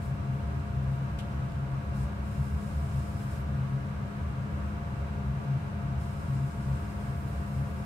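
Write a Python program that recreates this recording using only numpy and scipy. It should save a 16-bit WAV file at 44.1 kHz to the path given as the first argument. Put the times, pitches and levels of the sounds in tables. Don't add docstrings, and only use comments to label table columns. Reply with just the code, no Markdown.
import sys
import numpy as np
from scipy import signal
from scipy.fft import rfft, irfft, next_fast_len
from scipy.io import wavfile
from scipy.ndimage import uniform_filter1d, map_coordinates

SR = 44100
rng = np.random.default_rng(int(sys.argv[2]) if len(sys.argv) > 2 else 0)


def materialize(psi):
    bounded = np.clip(np.atleast_2d(psi).T, -1, 1)
    quanta = np.round(bounded * 32767).astype(np.int16)
    wavfile.write(sys.argv[1], SR, quanta)


N = 346185


def amp(db):
    return 10 ** (np.asarray(db) / 20)


def unit(x):
    return x / np.sqrt(np.mean(x ** 2) + 1e-20)


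def wobble(rate):
    knots = rng.standard_normal(int(N * rate / SR) + 4)
    return map_coordinates(knots, [np.arange(N) * rate / SR])


def noise(spectrum, peaks=(), ripple_db=0):
    size = next_fast_len(N)
    hz = np.fft.rfftfreq(size, 1 / SR)
    f, level = np.transpose(spectrum)
    db = np.interp(np.log(hz + 1), np.log(f), level, left=-120, right=-120)
    for centre, width, lift in peaks:
        db = db + lift / (1 + (2 * (hz - centre) / width) ** 4)
    knots = 4 * np.sqrt(hz)
    ripple = map_coordinates(rng.standard_normal(int(knots[-1]) + 2), [knots])
    db = db + ripple_db * ripple
    white = rfft(rng.standard_normal(size))
    return unit(irfft(white * amp(db), size)[:N])


def noise_pair(spectrum, peaks=(), ripple_db=0):
    return np.array([noise(spectrum, peaks, ripple_db) for _ in range(2)])


def panned(x, balance_db):
    return x * amp([[balance_db / 2], [-balance_db / 2]])


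def even(x, span):
    power = uniform_filter1d(x ** 2, max(int(span * SR), 1))
    return x / np.sqrt(np.abs(power) + 1e-9)


def swells(rows, rise_s, fall_s):
    t = np.arange(N) / SR
    gain = np.zeros(N)
    for start, length, db, *growth in rows:
        rise = 1 + (t - start) / rise_s
        fall = 1 - (t - start - length) / fall_s
        gate = np.clip(np.minimum(rise, fall), 0, 1)
        level_db = db + sum(growth) * np.clip(t - start, 0, length)
        gain = np.maximum(gain, gate * amp(level_db))
    return gain


def lulls(rows, depth_db):
    t = np.arange(N) / SR
    dips = sum(np.exp(-((t - centre) / width) ** 2) for centre, width in rows)
    return amp(-depth_db * dips)


def resonance(spectrum, hz, louder, lull, louder_db, rest_db, waver_db, span, wander):
    rest = amp(rest_db + waver_db * wobble(8)) * lull
    sine_gain = amp(louder_db + 1.07 * wobble(24)) * swells(louder, rise_s=0.038, fall_s=0.033)
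    sine = np.sqrt(2) * np.sin(2 * np.pi * hz * np.cumsum(1 + wander * wobble(22)) / SR)
    share = sine_gain / np.hypot(rest, sine_gain)
    boom = rest * np.sqrt(1 - share ** 2 / 2) * even(noise(spectrum), span)
    return sine_gain * sine + boom


def duct():
    # frequency in Hz, relative level in dB per Hz.
    lower_colour = [(57, -42), (64, 0.5), (68.5, 4), (73, -0.5), (80, 2), (86, -2), (94, -40)]
    upper_colour = [(124, -23), (129, -6), (134, -1), (139, -7), (148, -35)]
    # frequency in Hz, relative level in dB per Hz.
    rumble_colour = [(20, -29), (35, -10), (44, -13.5), (58, -8), (75, -3.5), (95, -6), (108, 1),
                     (120, -6.5), (146, 3), (165, -4.5), (195, -10.5), (215, -9.5), (250, -21.5)]
    # start in seconds, length in seconds, relative level in dB.
    lower_louder = [(0.042, 0.046, -33), (0.436, 0.052, -30), (0.57, .03, -35.5), (.775, 0.097, -33),
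                    (.95, .05, -38), (1.127, 0.033, -32.5), (1.35, .03, -32), (1.566, 0.027, -37),
                    (1.885, 0.025, -31.5), (2.013, 0.041, -30), (2.21, 0.028, -33), (2.385, 0.031, -30.5),
                    (2.53, 0.035, -28), (2.74, 0.098, -32), (2.962, 0.04, -32), (3.197, .05, -38),
                    (3.33, 0.082, -37), (3.474, 0.04, -31), (3.99, 0.033, -32.5), (4.246, 0.06, -30.5),
                    (4.54, 0.047, -31), (4.633, 0.036, -32.5), (5, 0.045, -30), (5.15, 0.025, -32),
                    (5.26, 0.036, -33), (5.958, 0.035, -33), (6.72, 0.048, -32), (6.967, 0.028, -33),
                    (7.34, .07, -35.5), (7.584, 0.04, -31.5), (7.766, 0.052, -31)]
    upper_louder = [(0.09, 0.039, -29.5), (0.202, 0.16, -33), (0.546, 0.041, -33.5), (0.752, 0.1, -31),
                    (0.872, 0.18, -29), (1.318, 0.12, -32.5), (1.625, 0.16, -32.5), (1.93, 0.1, -28.5),
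                    (2.401, 0.077, -31.5), (2.85, 0.046, -32), (2.953, 0.035, -29.5), (3.138, 0.038, -30.5),
                    (3.257, 0.035, -34), (3.49, 0.2, -31.5), (3.74, 0.047, -29), (4.392, .05, -31.5),
                    (5.252, 0.15, -33), (5.468, 0.1, -29), (5.831, .12, -34), (6.086, 0.028, -39),
                    (6.313, 0.15, -29), (6.677, 0.066, -28), (7.09, 0.036, -31.5), (7.57, 0.055, -32)]
    # centre in seconds, half width in seconds.
    lower_lulls = [(.25, 0.076), (1.82, 0.037), (2.65, .05), (3.72, 0.054), (4.12, 0.072), (4.46, .05),
                   (4.89, 0.075), (5.5, 0.063), (6.15, .05), (6.49, .06), (7.69, 0.024)]
    upper_lulls = [(.666, 0.029), (1.27, 0.037), (1.863, 0.033), (2.11, 0.052), (2.602, 0.022), (2.7, .025),
                   (3.1, .025), (4.62, 0.025), (4.76, 0.032), (5.08, 0.047), (6.87, .09), (7.44, 0.025),
                   (7.7, 0.031)]

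    lower_lull = lulls(lower_lulls, depth_db=8)
    upper_lull = lulls(upper_lulls, depth_db=5)
    lower = resonance(lower_colour, 71.23, lower_louder, lower_lull, louder_db=-2.2,
                      rest_db=-39.5, waver_db=1.0, span=0.08, wander=0.0446)
    upper = resonance(upper_colour, 133.76, upper_louder, upper_lull, louder_db=-1.87,
                      rest_db=-41, waver_db=1.5, span=0.11, wander=0.009)
    rumble = amp(-38.0) * np.sqrt(upper_lull) * even(noise(rumble_colour), span=0.15)
    return panned(lower, balance_db=0.5) + panned(upper, balance_db=2.5) + panned(rumble, balance_db=1.0)


def air():
    # frequency in Hz, relative level in dB per Hz.
    mid_colour = [(140, -47), (230, -6), (294, 0.5), (357, -3.5), (426, -3), (465, -10), (491, -5),
                  (628, -8), (674, -4), (736, -7), (1140, -8.5), (1870, -16.5), (2230, -15.5),
                  (3530, -26.5), (15500, -43)]
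    side_colour = [(59, -46), (100, -16), (134, -12), (173, -9), (196, -9.5), (258, -11.5), (403, -10),
                   (467, -23), (640, -12), (682, -7), (742, -13.5), (1180, -11), (1280, -12), (4370, -33.5),
                   (15500, -47)]
    # centre in Hz, width in Hz, lift in dB.
    mid_peaks = [(281, 10.6, 5.5), (312.5, 21, 3.5), (438, 42, 3.5), (511.4, 14, 7), (557.4, 53, 6.5),
                 (673.7, 13, 5.5), (818, 20, 2), (956, 113, 3), (1116, 16, 5.5), (1167, 40, 5),
                 (1271, 28, 5.5), (1437, 37, 2.5), (1505, 300, 3.5), (1647, 44, 5.5), (2150, 170, 0),
                 (2757, 65, 4), (3920, 350, 2.5), (8200, 750, 3)]
    side_peaks = [(235, 27, 4.4), (412, 43, 5.3), (1036, 40, 4.6), (1153, 42, 7.1), (1350, 110, 4.9),
                  (1620, 70, 5.6), (2200, 90, 3), (2750, 120, 1.8)]

    ripple_db = 0.9
    mid = amp(-47.5) * noise(mid_colour, mid_peaks, ripple_db)
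    side = amp(-48.0) * noise(side_colour, side_peaks, ripple_db)
    flow_db = 0.44 * wobble(8.2)
    return amp(flow_db) * np.array([mid + side, mid - side])


def tone(hz, level_db, balance_db, lead, drift):
    clock = np.arange(N) / SR + drift
    phase = 2 * np.pi * hz * clock + np.array([[lead / 2], [-lead / 2]])
    return panned(np.sqrt(2) * amp(level_db) * np.sin(phase), balance_db)


def motor(flutter_db=1.3):
    # frequency in Hz, level in dB, left-right balance in dB,
    # phase lead of the left in radians, waver scale in dB.
    tones = [(99.1, -47.5, 3, -0.073, -0.5), (203.5, -44, 6, -0.05, 1.5), (391.2, -67.5, 18, -1.5, 1.5),
             (498.6, -72, 0, 0, 0), (1111, -73, 9, -1.1, 3), (2758, -78, -5, -.5, 1)]
    # centre in seconds, half width in seconds, depth in dB.
    whine_sags = [(2.48, 0.39, 2.5), (4.1, 0.86, 3)]

    whine_hz, whine_db = 693, -54
    drift = 0.00085 * np.cumsum(wobble(3)) / SR
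    t = np.arange(N) / SR
    sag_db = sum(depth_db * np.exp(-((t - centre) / width) ** 2) for centre, width, depth_db in whine_sags)
    whine_level_db = whine_db - sag_db + flutter_db * wobble(12)
    whine_drift = drift + 0.00004 * wobble(9)
    out = tone(whine_hz, whine_level_db, balance_db=-1.5, lead=1.04, drift=whine_drift)
    for hz, db, balance_db, lead, waver_db in tones:
        out += tone(hz, db + waver_db * wobble(5), balance_db, lead, drift)
    return out


def hiss(flutter_db=1.1):
    # start in seconds, length in seconds, level in dB, growth in dB per second.
    spells = [(.03, 0.025, -61.5, 0), (.335, .015, -70, 0), (.9, .05, -68.5, 0), (1.96, 0.073, -61.5, 0),
              (2.26, 1.12, -62.5, 1.5), (6.01, 2.3, -63.5, -0.5)]
    # frequency in Hz, relative level in dB per Hz.
    colour = [(2500, -11), (4000, -2), (6000, -4.5), (7000, -1.5), (8400, 1), (10500, -3.5), (13000, -5.5),
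              (15700, -12)]
    # centre in Hz, width in Hz, lift in dB.
    peaks = [(5190, 240, 8), (6870, 350, 3), (7900, 990, 1), (10600, 300, 1.5)]
    # time in seconds, lift in dB.
    top_lift = [(2.3, 0), (3.1, -1), (3.35, 1.5), (6.0, -0.5), (7.8, 2.5)]

    split_hz, rest_db = 10200, -72.5
    gain = np.hypot(amp(rest_db), swells(spells, rise_s=0.04, fall_s=0.08))
    pair = noise_pair(colour, peaks, ripple_db=1.8)
    top_filter = signal.butter(4, split_hz, "high", fs=SR, output="sos")
    top = signal.sosfiltfilt(top_filter, pair)
    top_db = np.interp(np.arange(N) / SR, *np.transpose(top_lift))
    body = (pair - top) * amp(flutter_db * wobble(25))
    return gain * (body + top * amp(top_db + flutter_db * wobble(25)))


def pastry(grain_db=4.5):
    # start in seconds, length in seconds, level in dB.
    rubs = [(1.5, .05, -65.5), (1.94, .04, -66), (2.85, .3, -69), (3.19, .035, -61), (3.32, .035, -63),
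            (5.35, .1, -70)]
    # frequency in Hz, relative level in dB per Hz.
    colour = [(1500, -8), (2700, 3), (4000, -4), (6000, -8), (9000, -13), (15500, -18)]

    rest_db = -79
    gain = np.hypot(amp(rest_db), swells(rubs, rise_s=0.02, fall_s=0.05))
    slips = unit(amp(grain_db * wobble(300)))
    return gain * slips * noise_pair(colour)


def burst(age, db, t60, rise_s):
    return amp(db - 60 * age / t60) * (1 - np.exp(-age / rise_s))


def tick(crack_db=-45.0, crack_t60=0.008, snap_db=-43.0, snap_t60=0.05, room_db=-47.5, room_t60=0.22):
    # frequency in Hz, relative level in dB per Hz.
    crack_colour = [(1800, -8), (3000, 0), (5500, -2), (6800, -6), (8200, 3), (9100, -8), (10300, 0),
                    (11600, -2), (12500, -11), (15500, -21)]
    snap_colour = [(1200, -22), (2000, -11), (2400, 2), (3300, 2), (4100, -9), (6100, -6), (6800, -15),
                   (7500, -11), (8200, -3), (9100, -19), (10200, -12), (11500, -15), (12400, -20),
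                   (15000, -30)]
    tail_colour = [(1200, -14), (2000, -8), (2450, 2), (3200, 8), (4200, -3), (6000, -11), (9000, -10),
                   (15000, -26)]

    tick_s = 1.1877
    echo_s, echo_db = 0.014, -11
    age = np.maximum(np.arange(N) / SR - tick_s, 0)
    echo_age = np.maximum(age - echo_s, 0)
    crack = burst(age, crack_db, crack_t60, rise_s=0.0003) * noise_pair(crack_colour)
    snap = burst(age, snap_db, snap_t60, rise_s=0.00054) * noise_pair(snap_colour)
    echo = burst(echo_age, snap_db + echo_db, snap_t60, rise_s=0.0006) * noise_pair(crack_colour)
    tail = burst(age, room_db, room_t60, rise_s=0.0034) * noise_pair(tail_colour)
    return panned(crack + snap, balance_db=-4.0) + echo + tail


def scene():
    return duct() + air() + motor() + hiss() + pastry() + tick()


def record(dry):
    top_hz = 15700
    size = next_fast_len(N + SR // 2)
    kept = np.fft.rfftfreq(size, 1 / SR) < top_hz
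    return irfft(rfft(dry, size) * kept, size)[:, :N]


dry = scene()
out = record(dry)
materialize(out)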